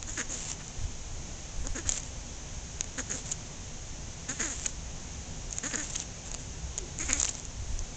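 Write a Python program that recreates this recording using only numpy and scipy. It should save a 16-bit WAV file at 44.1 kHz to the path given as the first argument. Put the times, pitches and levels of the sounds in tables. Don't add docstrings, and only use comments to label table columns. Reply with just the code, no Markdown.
import sys
import numpy as np
from scipy.fft import rfft, irfft, next_fast_len
from scipy.io import wavfile
from scipy.ndimage import map_coordinates

SR = 44100
rng = np.random.default_rng(int(sys.argv[2]) if len(sys.argv) > 2 else 0)


def persist_wave(psi):
    counts = np.round(np.clip(psi, -1, 1) * 32767).astype(np.int16)
    wavfile.write(sys.argv[1], SR, np.atleast_2d(counts).T)


N = 351036

# f/Hz, level/dB
BUFFET_TONE = [(5, -17), (18, 7), (35, 2.5), (50, 1), (70, -13), (130, -48)]
RUMBLE_TONE = [(30, -32.5), (48, -7), (62, 2), (85, -4.5), (110, -10), (150, -23.5), (300, -53)]
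HUM_TONE = [(50, -14), (100, 0.5), (135, -2.5), (165, -0.5), (195, -9), (222, -8), (241, -4), (262, -9.5),
            (300, -14), (400, -17.5), (900, -61.5)]
AIR_TONE = [(150, -18.5), (330, -2.5), (520, -0.5), (800, -2), (1250, -8.5), (3000, -7), (4700, -9.5),
            (5400, -5.5), (6000, 0), (6550, 1.5), (7400, -4), (7900, -14.5), (8400, -18), (9300, -56.5)]
# peak t/s, width/s, buffet level/dB, rumble level/dB
GUSTS = [(0.11, .025, -34, -58), (0.825, .028, -33, -32.5), (1.61, .04, -29, -42), (1.71, .025, -27, -41),
         (1.875, .03, -31, -37), (2.5, .3, -45, -48), (6.65, .02, -50, -40), (7.12, .08, -46, -43),
         (7.6, .03, -50, -37), (7.73, .07, -31, -37)]
# t/s, f/Hz, level/dB
HOOT = [(6.75, 419, -75), (6.8, 397, -57), (6.835, 355, -45), (6.869, 365, -54), (6.91, 351.3, -75)]
# middle t/s, level/dB, width/s, f/Hz
RUBS = [(0.61, -46.5, .01, 1500), (1.963, -41, 0.0036, 3200), (4.659, -36.5, 0.005, 2300),
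        (5.958, -34.5, 0.0047, 2900), (6.017, -49, .012, 3200), (6.342, -57.5, 0.015, 2500),
        (7.282, -36.5, 0.0033, 2800)]
# t/s,
# level/dB, f/Hz
KNOCKS = [(0.507, -30, 3000), (0.5166, -21, 5630), (5.713, -24, 2600), (5.739, -20, 4605),
          (7.231, -21, 900), (7.253, -21, 1590)]
# t/s, length/s, relative level/dB
PUSHES = [(0.305, .14, -41.5), (0.452, .065, -39.5), (1.858, .125, -39.5), (1.99, .09, -52),
          (3.108, .09, -43), (3.24, .08, -44), (4.505, .185, -42.5), (5.502, .075, -51), (5.82, .205, -43),
          (6.24, .045, -47.5), (6.38, .04, -49), (7.04, .12, -46), (7.16, .138, -37.3), (7.315, .09, -50)]
# f/Hz, level/dB
GRAVEL_TONE = [(200, -19), (600, -14), (1500, -16), (3000, -12.5), (5000, -14), (6100, -4.5), (6850, -3.5),
               (7450, 0), (7950, -15.5), (8450, -16), (9200, -40.5)]
CRACK_TONE = [(150, -11), (600, 19.5), (1500, 11.5), (3200, 15.5), (5000, 18.5), (7000, -2.5),
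              (8400, -20.5), (9500, -48)]
# t/s, ring level/dB, ring f/Hz, relative crack level/dB
CLICKS = [(0.0277, -24, 6740, -4), (0.5163, -23, 6600, -11), (0.6807, -28, 6710, -11),
          (1.6708, -20.5, 6690, -4), (1.8923, -9, 6840, -8.5), (1.8968, -15.5, 6990, -13),
          (1.921, -13.5, 6410, -8), (1.978, -25, 6420, -18), (2.809, -12.7, 6500, -6.5),
          (2.8426, -28, 6750, -7), (3.1014, -24.5, 6826, -16), (3.3158, -18, 7040, -15),
          (3.3195, -16.5, 6980, -12), (3.3225, -17, 6490, -10), (3.3278, -24.5, 6940, -8),
          (4.662, -13.5, 6770, -10.5), (4.6654, -17, 6770, -8), (5.5093, -27, 6590, -16),
          (5.5276, -18.5, 6460, -15), (5.5849, -15.5, 6874, -12), (5.7571, -15.5, 6890, -16),
          (5.9583, -21, 6690, -18), (5.9622, -16, 6450, -20), (6.0012, -19, 6300, -6.5),
          (6.316, -24, 6700, -5.5), (6.3424, -24.5, 7000, -1), (6.3474, -22.5, 6720, -2.5),
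          (6.7793, -16.5, 6740, -8), (6.786, -20, 6750, -8), (6.9886, -20.5, 7050, -10),
          (7.11, -21, 7260, -2), (7.1314, -8.2, 6820, -10), (7.1998, -13, 6600, -15),
          (7.2017, -13.3, 6870, -18), (7.2143, -16.5, 6690, -4), (7.2303, -9.2, 6720, -10),
          (7.2471, -20.3, 6960, 1.5), (7.2526, -15, 6260, -14), (7.2731, -25, 6200, -17),
          (7.2924, -17, 6900, -5.5), (7.2957, -20, 6600, -25), (7.352, -26, 6370, -7),
          (7.4524, -26, 6860, -14), (7.7913, -23, 6200, -12)]
# f/Hz, width/Hz, level/dB
CHEST_RESONANCES = [(245, 182, 1), (492, 225, -1.5), (940, 400, -13.5)]
THROAT_RESONANCES = [(1315, 510, -8.5), (2900, 1100, -13.5), (5270, 900, -15.5)]
# start t/s, f/Hz
MOUTH_RESONANCES = [(0, 1800), (1.2, 1690), (2.6, 1780), (4.0, 1760), (4.36, 1860), (5.3, 1800),
                    (6.7, 2250)]
# f/Hz, level/dB
BREATH_TONE = [(2500, -25), (3500, -17.5), (5500, -22.5), (6250, -7), (6650, 2), (6900, -3), (7500, -6.5),
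               (8000, -21), (8450, -21), (9100, -49.5)]
# t/s, length/s, starting f/Hz, relative chest, throat and hiss level/dB,
# roughness/0-1, level/dB of the straining that follows, compared with the grunt
LEADS = [(0.066, .04, 305, -50.5, -49.5, -42, .55, -2), (1.638, .036, 258, -43, -52, -48, .5, -10),
         (2.972, .034, 260, -39, -37, -35, .55, -20), (4.280, .041, 256, -41.5, -36.5, -35.5, .3, -10),
         (5.626, .048, 260, -40.5, -37, -35, .45, -7), (6.989, .046, 312, -45, -38.5, -36, .42, -6)]
HEAVES = [(0.168, .047, 300, -40.5, -33.8, -32.5, .7), (1.742, .034, 285, -39, -42, -38.5, .65),
          (3.090, .036, 230, -41.5, -41.8, -35.5, .6), (4.387, .028, 268, -38, -32.5, -31.5, .6),
          (5.724, .031, 275, -38, -33.5, -36.5, .45), (7.080, .038, 300, -39, -31.5, -33, .42)]
TAILS = [(0.288, .085, 298, -47, -50.5, -37.5, .45), (1.775, .021, 342, -42, -42, -39, .4),
         (1.846, .022, 295, -49, -43, -50, .6), (3.132, .028, 268, -43.5, -51, -38.5, .65),
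         (4.421, .112, 337, -42.5, -36.8, -33, .3), (5.766, .062, 320, -43, -39.5, -36, .55),
         (7.119, .064, 322, -44, -37.5, -35.5, .38)]

# rise/s, fade/(dB/s), release/s, pitch slide/(Hz/s), bend/(Hz/s^2)
LEAD_SHAPE = (.015, 70, .009, -900, 33000)
HEAVE_SHAPE = (.019, 60, .010, -1700, 4000)
TAIL_SHAPE = (.012, 70, .012, -380, -6000)


def amp(db):
    return 10 ** (np.asarray(db) / 20)


def unit(x):
    return x / np.sqrt(np.mean(x ** 2) + 1e-20)


def noise():
    return rng.standard_normal(N)


def curve(times, values, **ends):
    return np.interp(np.arange(N) / SR, times, values, **ends)


def wobble(rate):
    points = rng.standard_normal(int(N * rate / SR) + 4)
    return map_coordinates(points, [np.arange(N) * rate / SR])


def envelope(length, attack, fade_db_per_s, release):
    t = np.arange(SR // 2) / SR
    rise = np.sin(np.pi / 2 * np.minimum(t / attack, 1)) ** 2
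    return rise * amp(-fade_db_per_s * t) * np.exp(-np.maximum(t - length, 0) / release)


def filtered(x, response):
    size = next_fast_len(len(x) + 8192)
    return irfft(rfft(x, size) * response(np.fft.rfftfreq(size, 1 / SR)), size)[:len(x)]


def coloured(x, tone):
    f, db = np.transpose(tone)
    return unit(filtered(x, lambda hz: amp(np.interp(np.log(hz + 1), np.log(f), db))))


def resonate(x, resonances):
    def response(f):
        return sum((-1) ** k * amp(db) * 1j * f * width / (hz * hz - f * f + 1j * f * width)
                   for k, (hz, width, db) in enumerate(resonances))
    return unit(filtered(x, response))


def add(track, start, sound):
    part = track[max(round(start * SR), 0):][:len(sound)]
    part += sound[:len(part)]


def wind(buffet_db=-45, rumble_db=-49, swing_db=1.5):
    t = np.arange(N) / SR
    buffet = amp(buffet_db + swing_db * wobble(7))
    rumble = amp(rumble_db + swing_db * wobble(7))
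    for peak, width, gust_buffet_db, gust_rumble_db in GUSTS:
        gust = np.exp(-.5 * ((t - peak) / width) ** 2)
        buffet = np.hypot(buffet, amp(gust_buffet_db) * gust)
        rumble = np.hypot(rumble, amp(gust_rumble_db) * gust)
    return buffet * coloured(noise(), BUFFET_TONE) + rumble * coloured(noise(), RUMBLE_TONE)


def hum_and_hiss(hum_db=-48.3, hiss_db=-46.3):
    hum = amp(hum_db + 1.2 * wobble(8)) * coloured(noise(), HUM_TONE)
    hiss = amp(hiss_db + .3 * wobble(5)) * coloured(noise(), AIR_TONE)
    return hum + hiss


def hoot():
    times, hz, db = np.transpose(HOOT)
    cycles = np.cumsum(curve(times, hz) * (1 + .02 * wobble(60))) / SR
    return curve(times, amp(db), left=0, right=0) * np.sin(2 * np.pi * cycles)


def shell_rubs(width_hz=1300):
    track, t = np.zeros(N), np.arange(N) / SR
    for middle, db, width, hz in RUBS:
        swell = np.exp(-.5 * ((t - middle) / width) ** 2)
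        track += amp(db) * swell * resonate(noise(), [(hz, width_hz, 0)])
    return track


def shell_knocks(ring_s=.0028):
    track, t = np.zeros(N), np.arange(SR // 50) / SR
    for start, db, hz in KNOCKS:
        add(track, start, amp(db - 60 * t / ring_s) * np.sin(2 * np.pi * hz * t))
    return track


def gravel(grains_per_s=2500, spread_db=4, clump_db=2, boost_db=.5):
    push = np.zeros(N)
    for start, length, db in PUSHES:
        shove = envelope(length, attack=.022, fade_db_per_s=3, release=.018)
        add(push, start, amp(db + boost_db) * shove)
    taps = (rng.random(N) < grains_per_s / SR) * np.sign(noise())
    sizes = amp(spread_db * np.minimum(rng.exponential(size=N), 4))
    clumps = amp(clump_db * wobble(90))
    return push * coloured(taps * sizes * clumps, GRAVEL_TONE)


def stray_stones(count=10, level_db=-30, spread_db=6, ring_hz=6600, crack_db=-11):
    starts, lengths, _ = np.transpose(PUSHES)
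    shares = np.cumsum(lengths) / lengths.sum()
    rows = []
    for which, when, size in rng.random((count, 3)):
        k = np.searchsorted(shares, which)
        rows.append((starts[k] + when * lengths[k], level_db + spread_db * (size - .5), ring_hz, crack_db))
    return rows


def stone_clicks(ring_s=.0046, grit_s=.0091, pebble_hz=3400, crack_trim_db=-1):
    track, t = np.zeros(N), np.arange(SR // 50) / SR
    rise = 1 - np.exp(-t / .00018)
    for start, db, hz, crack_db in list(CLICKS) + stray_stones():
        ring = np.sin(2 * np.pi * hz * t) * amp(-60 * t / ring_s) * rise
        ring /= np.abs(ring).max()
        note_hz = pebble_hz * np.exp(.33 * rng.standard_normal())
        note = .095 * np.sin(2 * np.pi * note_hz * t)
        grit = .18 * rng.standard_normal(len(t))
        snap = (t == 0) + (grit + note) * amp(-60 * t / grit_s)
        crack = coloured(np.roll(snap, 10), CRACK_TONE)
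        crack /= np.abs(crack).max()
        add(track, start, amp(db) * (ring + amp(crack_db + crack_trim_db) * crack))
    return track


def effort(throat_fade_db_per_s=55, hiss_linger_s=.006, strain_throat_db=-7):
    kinds = [(LEADS, LEAD_SHAPE), (HEAVES, HEAVE_SHAPE), (TAILS, TAIL_SHAPE)]
    pitch, roughness = np.full(N, float(LEADS[0][2])), np.zeros(N)
    power = np.zeros((3, N))
    chest, throat, hiss = power
    for row, shape in sorted((tuple(row), shape) for rows, shape in kinds for row in rows):
        start, length, hz, chest_db, throat_db, hiss_db, rough, *_ = row
        attack, fade, release, slide, bend = shape
        jump = round((start + attack / 2) * SR)
        t = np.minimum(np.arange(jump, N) / SR - start, length + release)
        pitch[jump:] = hz + slide * t + bend * t ** 2
        roughness[jump:] = rough
        chest_swell = envelope(length, attack, fade, release)
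        throat_swell = envelope(length, attack, fade + throat_fade_db_per_s, release)
        hiss_swell = envelope(length, attack, fade, release + hiss_linger_s)
        add(chest, start, (amp(chest_db) * chest_swell) ** 2)
        add(throat, start, (amp(throat_db) * throat_swell) ** 2)
        add(hiss, start, (amp(hiss_db) * hiss_swell) ** 2)
    for (start, _, _, _, throat_db, hiss_db, _, strain_db), (heave_start, *_) in zip(LEADS, HEAVES):
        strain = amp(strain_db) * envelope(heave_start - start, attack=.04, fade_db_per_s=0, release=.02)
        add(throat, start, (amp(throat_db + strain_throat_db) * strain) ** 2)
        add(hiss, start, (amp(hiss_db) * strain) ** 2)
    return pitch, roughness, np.sqrt(power)


def throat_and_mouth(source, mouth_width_hz=380):
    starts, mouth_hz = np.transpose(MOUTH_RESONANCES)
    current = np.searchsorted(starts, np.arange(N) / SR, side="right") - 1
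    return sum((current == k) * resonate(source, sorted(THROAT_RESONANCES + [(hz, mouth_width_hz, 0)]))
               for k, hz in enumerate(mouth_hz))


def grunts(waver=.025, flutter_db=6.5, rasp=.7, puff_decay=1.6):
    pitch, roughness, (chest, throat, hiss) = effort()
    jitter = .09 * roughness * wobble(260)
    cycles = np.cumsum(pitch * (1 + jitter + waver * wobble(55))) / SR
    beats = np.diff(np.floor(cycles), prepend=0)
    snaps = unit(beats * amp(flutter_db * roughness * wobble(280)))
    puffs = np.exp(-puff_decay * (cycles % 1))
    source = snaps + rasp * np.sqrt(roughness) * unit(puffs * noise())
    breath = puffs * noise() * amp(1.8 * wobble(200))
    low = chest * amp(.5) * resonate(beats, CHEST_RESONANCES)
    middle = throat * amp(-.6) * throat_and_mouth(source)
    high = hiss * amp(.5) * coloured(breath, BREATH_TONE)
    return low + middle + high


def scene():
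    tortoises = grunts() + gravel() + stone_clicks() + shell_knocks() + shell_rubs()
    return (tortoises + hoot() + wind() + hum_and_hiss())[None]


def record(dry, top_hz=8880):
    return np.array([filtered(x, lambda hz: 1 / np.sqrt(1 + (hz / top_hz) ** 100)) for x in dry])


dry = scene()
out = record(dry)
persist_wave(out)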